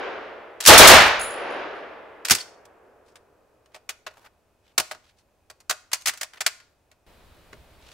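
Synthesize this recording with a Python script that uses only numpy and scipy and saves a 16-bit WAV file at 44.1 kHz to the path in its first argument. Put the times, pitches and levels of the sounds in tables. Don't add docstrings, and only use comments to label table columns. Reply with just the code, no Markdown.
import sys
import numpy as np
from scipy import signal
from scipy.fft import rfft, irfft, next_fast_len
from scipy.io import wavfile

SR = 44100
rng = np.random.default_rng(int(sys.argv[2]) if len(sys.argv) > 2 else 0)


def inscribe(sig):
    pcm = np.round(np.clip(np.atleast_2d(sig).T, -1, 1) * 32767)
    wavfile.write(sys.argv[1], SR, pcm.astype(np.int16))


N = 349711

# (time [s], level [dB])
SHOTS = [(-.88, 0), (-.78, 0), (-.68, 0), (.673, 0), (.777, 1), (.872, -1)]
# (closing time [s], level [dB])
BOLT_CLOSES = [(.662, -14), (2.308, -13)]
LOUDER_S = 7.065


def undb(db):
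    return 10 ** (np.asarray(db) / 20)


def clock(seconds):
    return np.arange(int(seconds * SR)) / SR


def read(points, hz):
    f, value = np.transpose(points)
    return np.interp(np.log(np.maximum(hz, 1)), np.log(f), value)


def fade(t, t60_s):
    return np.exp(-np.log(1000) * t / np.maximum(t60_s, 1e-3))


def waver(t, rate_hz):
    return np.interp(t * rate_hz, np.arange(1000), rng.standard_normal(size=1000))


def noise(colour, size):
    # (frequency [Hz], level [dB])
    width = [(60, -10.5), (500, -9.5), (2000, -7), (7000, -4), (14000, -5.5)]
    padded = next_fast_len(size, True)
    hz = np.fft.rfftfreq(padded, 1 / SR)
    mid, side = rfft(rng.standard_normal((2, padded))) * undb(read(colour, hz))
    side = side * undb(read(width, hz))
    y = irfft([mid + side, mid - side], padded)[:, :size]
    return y / y.std()


def by_band(x, envelope):
    size = x.shape[1]
    padded = next_fast_len(size, True)
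    spectrum = rfft(x, padded)
    hz = np.fft.rfftfreq(padded, 1 / SR)
    centres_hz = 16000 / 2. ** np.arange(10)[::-1]
    total = 0
    for centre_hz in centres_hz:
        weight = np.interp(hz, centres_hz, 1. * (centres_hz == centre_hz))
        band = irfft(spectrum * weight, padded)[:, :size]
        total = total + band * envelope(centre_hz)
    return total


def add(out, s, x):
    start = int(s * SR)
    a, b = max(start, 0), min(start + x.shape[1], N)
    if b > a:
        out[:, a:b] += x[:, a - start:b - start]


def ring(modes, t, scatter_db):
    hz, db, t60_s = np.transpose(modes)[:, :, None]
    gain = undb(db + scatter_db * rng.standard_normal(hz.shape))
    phase = rng.uniform(0, 2 * np.pi, hz.shape) + rng.standard_normal((2,) + hz.shape) / 2
    return np.sum(gain * fade(t, t60_s) * np.sin(2 * np.pi * hz * t + phase), axis=1)


def gunfire():
    out = np.zeros((2, N))
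    surroundings = sheds_ring() + woods_roll()
    for s, db in SHOTS:
        add(out, s, undb(db) * (crack() + blast()))
        add(out, s, undb(db) * surroundings)
    return out


def crack(level_db=8, t60_s=.11, rise_s=.003):
    # (frequency [Hz], level per Hz [dB])
    crack_colour = [(100, -20), (1000, -8), (3000, 0), (7000, 0), (11000, -4), (16000, -10)]
    t = clock(1)
    return noise(crack_colour, len(t)) * undb(level_db) * fade(t, t60_s) * np.minimum(t / rise_s, 1)


def blast(level_db=4.5, lag_s=.025, t60_s=.33, lumps_db=3):
    # (frequency [Hz], level per Hz [dB])
    blast_colour = [(25, -24), (75, -4), (130, -13), (300, -7), (650, 0), (1500, -6), (4000, -11),
                    (8000, -19), (16000, -30)]
    t = clock(1)
    body = noise(blast_colour, len(t)) * undb(level_db) * fade(np.maximum(t - lag_s, 0), t60_s)
    swell = np.minimum(t / lag_s, 1) ** 2
    return body * swell * undb(lumps_db * waver(t, rate_hz=200))


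def sheds_ring(level_db=3.9, rise_s=.1):
    # (frequency [Hz], level per Hz [dB])
    sheds_colour = [(25, -26), (75, -17), (140, -23), (300, -15), (620, 0), (900, -2), (1600, 1),
                    (3000, -4), (6000, -12), (10000, -25), (16000, -44)]
    # (frequency [Hz], t60 [s])
    sheds_t60 = [(60, .9), (400, .66), (1500, .66), (4000, .56), (8000, .4), (15000, .26)]
    t = clock(4)
    tail = by_band(noise(sheds_colour, len(t)), lambda hz: fade(t, read(sheds_t60, hz)))
    return tail * undb(level_db) * np.minimum(t / rise_s, 1)


def woods_roll(air_db_per_hz_s=.0043):
    # (frequency [Hz], level per Hz [dB])
    woods_colour = [(30, -29), (90, -25), (180, -21), (300, -8), (430, 0), (620, 0), (850, -4),
                    (1500, -2.5), (2700, -7), (5000, -16.5), (9000, -31), (16000, -55)]
    t = clock(4)
    roll = by_band(noise(woods_colour, len(t)), lambda hz: undb(-air_db_per_hz_s * hz * t))
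    return roll * woods_echo(t)


def woods_echo(t, trees_db=-34.3, trees_rise_s=.36, trees_t60_s=6.9,
               hill_db=-29, hill_delay_s=.73, hill_rise_db_per_s=70, hill_t60_s=1.9):
    trees = undb(trees_db) * np.minimum(t / trees_rise_s, 1) * fade(t, trees_t60_s)
    early, late = np.maximum(hill_delay_s - t, 0), np.maximum(t - hill_delay_s, 0)
    hill = undb(hill_db - hill_rise_db_per_s * early) * fade(late, hill_t60_s)
    return np.hypot(trees, hill)


def bolt_blows():
    # (time from closing [s], relative level [dB], relative bass [dB], relative treble [dB])
    bolt_run = [(-.057, -16.5, -16, 1), (-.023, -20, -15, 0), (-.010, -10, -17, -2), (0, 0, -14, 1),
                (.009, -8, -12, 4), (.041, -15, -17, 4)]
    blows = []
    for s, db in BOLT_CLOSES:
        for lag_s, stage_db, bass, treble in bolt_run:
            blows.append((s + lag_s, db + stage_db, bass, treble))
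    return blows


def contacts(seating_bass_db=3, seating_treble_db=-2):
    # (time [s], relative level [dB],
    # relative bass [dB], relative treble [dB], seating lag [s], seating re strike [dB])
    latches = [(3.745, -43, -4, -8, .015, -6), (3.892, -30, -14, -5, .015, -13),
               (4.066, -30.5, -7, -14, .042, -25), (4.78, -18.5, -6, 0, .019, -8),
               (4.913, -31.5, -7, -9, .034, -16), (5.697, -23, -11, -1, .012, -1),
               (5.932, -22.5, -20, 0, .017, -17), (6.059, -24.5, -21, 0, .013, 2),
               (6.081, -24, -22, 0, .011, -6), (6.212, -30, -16, -1, .019, -2)]
    # (time [s], relative level [dB], relative bass [dB], relative treble [dB])
    taps = [(2.653, -58, -12, -2), (3.157, -48, -14, -9), (3.659, -63, -12, -8), (4.262, -51, -3, -18),
            (5.501, -45, -3, -3), (5.603, -57, -4, 0), (5.917, -37, -17, -8), (6.136, -40, -14, -6),
            (6.174, -48, -16, 3), (6.335, -50, -14, -12), (6.373, -47, -11, -14), (6.407, -24.5, -14, -4),
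            (6.464, -18, -19, -4), (6.601, -52, -13, -14), (6.915, -56, -9, -7), (7.529, -44, -2, -16)]
    blows = list(taps)
    for s, db, bass, treble, lag_s, seating_db in latches:
        blows.append((s, db, bass, treble))
        blows.append((s + lag_s, db + seating_db, bass + seating_bass_db, treble + seating_treble_db))
    return blows


def action(level_db=8, bass_db=6, treble_db=4.5, rise_s=.0035, bass_t60_s=.07, treble_t60_s=.052,
           chatter_db=3, ring_db=-38, parts_db=-18, parts_t60_s=.06):
    # (frequency [Hz], level per Hz [dB])
    steel = [(40, -26), (150, -20), (330, -12), (620, 0), (1000, 0), (1500, 2), (2700, 0), (3400, -3),
             (4600, -1), (8000, -5), (12000, -12), (16000, -17)]
    # (frequency [Hz], relative level [dB], t60 [s])
    receiver = [(1432, 3, .35), (2536, -2, .35), (3386, -10, .17), (3849, -7, .15), (4145, -11, .22),
                (4775, 1, .15), (5561, -11, .15), (6449, -9, .16), (7203, -6, .13), (8091, -10, .16)]
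    out, short, t = np.zeros((2, N)), clock(.1), clock(.3)
    attack = np.minimum(short / rise_s, 1)
    t60 = [(400, bass_t60_s), (6000, treble_t60_s)]
    for s, db, bass, treble in bolt_blows() + contacts():
        low_db = np.clip(bass + bass_db, -15, 10)
        high_db = np.clip(treble + treble_db, -14, 8)
        shade = [(500, low_db), (1400, 0), (2500, 0), (7500, high_db)]
        clatter = by_band(noise(steel, len(short)), lambda hz: undb(read(shade, hz)) * fade(short, read(t60, hz)))
        clatter *= undb(chatter_db * waver(short, rate_hz=700))
        pitches_hz = 1400 * 7 ** rng.random(size=12)
        part_modes = [(hz, parts_db + read(shade, hz), parts_t60_s) for hz in pitches_hz]
        parts = ring(part_modes, short, scatter_db=3)
        add(out, s - rise_s / 2, undb(db + level_db) * (clatter + parts) * attack)
        add(out, s, undb(db + ring_db + level_db) * ring(receiver, t, scatter_db=2))
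    return out


def knocks(magazine_db=-2.5, thud_db=-3, thud_t60_s=.13, rise_s=.004):
    # (frequency [Hz], relative level [dB], t60 [s])
    magazine = [(420, -9, .12), (603, -3, .09), (630, -1, .12), (732, -3, .09), (880, -5, .08),
                (1120, -1, .085), (1453, -2, .08)]
    # (time [s], relative level [dB])
    thuds = [(2.309, -23), (4.783, -35), (4.947, -51), (5.705, -49), (6.073, -41), (7.529, -43)]
    thud_colour = [(30, -10), (80, 1), (160, -3), (380, 0), (600, -14), (1500, -45), (5000, -70)]
    out, t = np.zeros((2, N)), clock(.4)
    attack = np.minimum(t / rise_s, 1)
    for s, db, bass, _ in contacts():
        add(out, s, undb(db + bass + magazine_db) * ring(magazine, t, scatter_db=2) * attack)
    for s, db in thuds:
        thud = noise(thud_colour, len(t)) * fade(t, thud_t60_s)
        add(out, s, undb(db + thud_db) * thud * attack)
    return out


def handling(grain_db=4):
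    # (time from closing [s], length [s], relative level [dB], centre [Hz])
    bolt_slide = [(-.055, .055, -23, 4500), (-.003, .04, -8, 5000), (.022, .11, -24, 5000)]
    # (time [s], length [s], level [dB], centre [Hz])
    scrapes = [(3.05, .09, -66, 5000), (3.71, .08, -60, 2000), (4.08, .21, -60, 900),
               (4.225, .06, -54, 1200), (4.62, .13, -68, 3000), (5.02, .11, -63, 3500),
               (5.16, .07, -66, 5000), (5.99, .05, -51, 6000), (6.32, .07, -54, 1700),
               (7.79, .22, -56, 3500)]
    out = np.zeros((2, N))
    slides = []
    for s, db in BOLT_CLOSES:
        for lag_s, length_s, slide_db, hz in bolt_slide:
            slides.append((s + lag_s, length_s, db + slide_db, hz))
    for s, length_s, db, hz in slides + scrapes:
        t = clock(length_s)
        colour = [(100, -25), (500, -5), (hz, 0), (2 * hz, -9), (16000, -26)]
        grains = undb(db + grain_db * waver(t, rate_hz=250))
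        add(out, s, noise(colour, len(t)) * grains * np.sin(np.pi * t / length_s))
    return out


def squeak(at_s=2.411, hz=4450, level_db=-31, width_s=.007):
    t = np.arange(N) / SR - at_s
    return undb(level_db) * np.exp(-(t / width_s) ** 2) * np.sin(2 * np.pi * hz * t)


def spent_case(tick_db=-4, tick_t60_s=.32, spin_hz=43, spin_depth=.6):
    # (time [s], relative level [dB])
    bounces = [(1.194, -34), (1.212, -31), (1.243, -40), (1.305, -44), (1.505, -60), (1.75, -74)]
    # (frequency [Hz], relative level [dB], t60 [s])
    brass = [(6650, 1, .07), (7330, -8, .3), (9588, -9, .35), (10120, -11, .25), (10410, -2, .28),
             (10505, -5, .38), (14930, -17, .25)]
    tick_colour = [(2000, -50), (6000, -25), (7200, -11), (8500, -22), (9300, -7), (10500, 0),
                   (11100, -5), (11800, -27), (14500, -30), (15400, -18)]
    out, t = np.zeros((2, N)), clock(.8)
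    attack = np.minimum(t / .002, 1)
    for s, db in bounces:
        tick = undb(tick_db) * noise(tick_colour, len(t)) * fade(t, tick_t60_s)
        tumble = 1 + spin_depth * np.cos(2 * np.pi * spin_hz * rng.uniform(.7, 1.3) * t)
        add(out, s, undb(db) * (ring(brass, t, scatter_db=3) * tumble + tick) * attack)
    return out


def shelter(x, wet_db=-22, mid_t60_s=.42, treble_t60_s=.3):
    t = clock(1)
    colour = [(100, -8), (500, -2), (1100, 2), (3000, -1), (6000, 0), (15000, -5)]
    t60 = [(5000, mid_t60_s), (14000, treble_t60_s)]
    walls = by_band(noise(colour, len(t)), lambda hz: fade(t, read(t60, hz)))
    walls *= np.minimum(t / .015, 1)
    walls *= undb(wet_db) / np.sqrt(np.sum(walls ** 2) / 2)
    return x + signal.fftconvolve(x, walls, axes=1)[:, :N]


def open_air(quiet_db=-66.7, louder_db=-56.3, rumble_db=-58, rumble_waver_db=3):
    # (frequency [Hz], level per Hz [dB])
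    quiet_colour = [(25, -8), (60, -1), (85, 1), (130, -7), (180, -11), (300, -10), (600, -8), (1000, -14),
                    (2000, -23), (2550, -22), (3200, -27), (6000, -29), (15000, -34)]
    # (frequency [Hz], level per Hz [dB])
    louder_colour = [(30, 2), (130, 2), (250, -1), (560, 1), (1000, -4), (2000, -9), (4000, -12),
                     (6000, -20), (15000, -23)]
    rumble_colour = [(20, -6), (45, 0), (80, 0), (160, -18), (600, -50), (3000, -80)]
    t = np.arange(N) / SR
    rumble = undb(rumble_db + rumble_waver_db * waver(t, rate_hz=12)) * noise(rumble_colour, N)
    quiet = undb(quiet_db) * noise(quiet_colour, N)
    louder = undb(louder_db) * noise(louder_colour, N)
    return np.where(t < LOUDER_S, quiet, louder + rumble)


def whine(hz=2519, early_db_rms=-89, late_db_rms=-79):
    t = np.arange(N) / SR
    gain = undb(np.where(t < LOUDER_S, early_db_rms, late_db_rms))
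    return np.sqrt(2) * gain * np.sin(2 * np.pi * hz * t)


def scene():
    near = action() + knocks() + handling() + squeak() + spent_case()
    return gunfire() + shelter(near) + open_air() + whine()


def record(dry, ceiling=.79, top_hz=15700):
    clipped = ceiling * dry / (ceiling ** 4 + dry ** 4) ** (1 / 4)
    low_pass = signal.ellip(10, .1, 70, top_hz, fs=SR, output="sos")
    return signal.sosfilt(low_pass, clipped)


dry = scene()
out = record(dry)
inscribe(out)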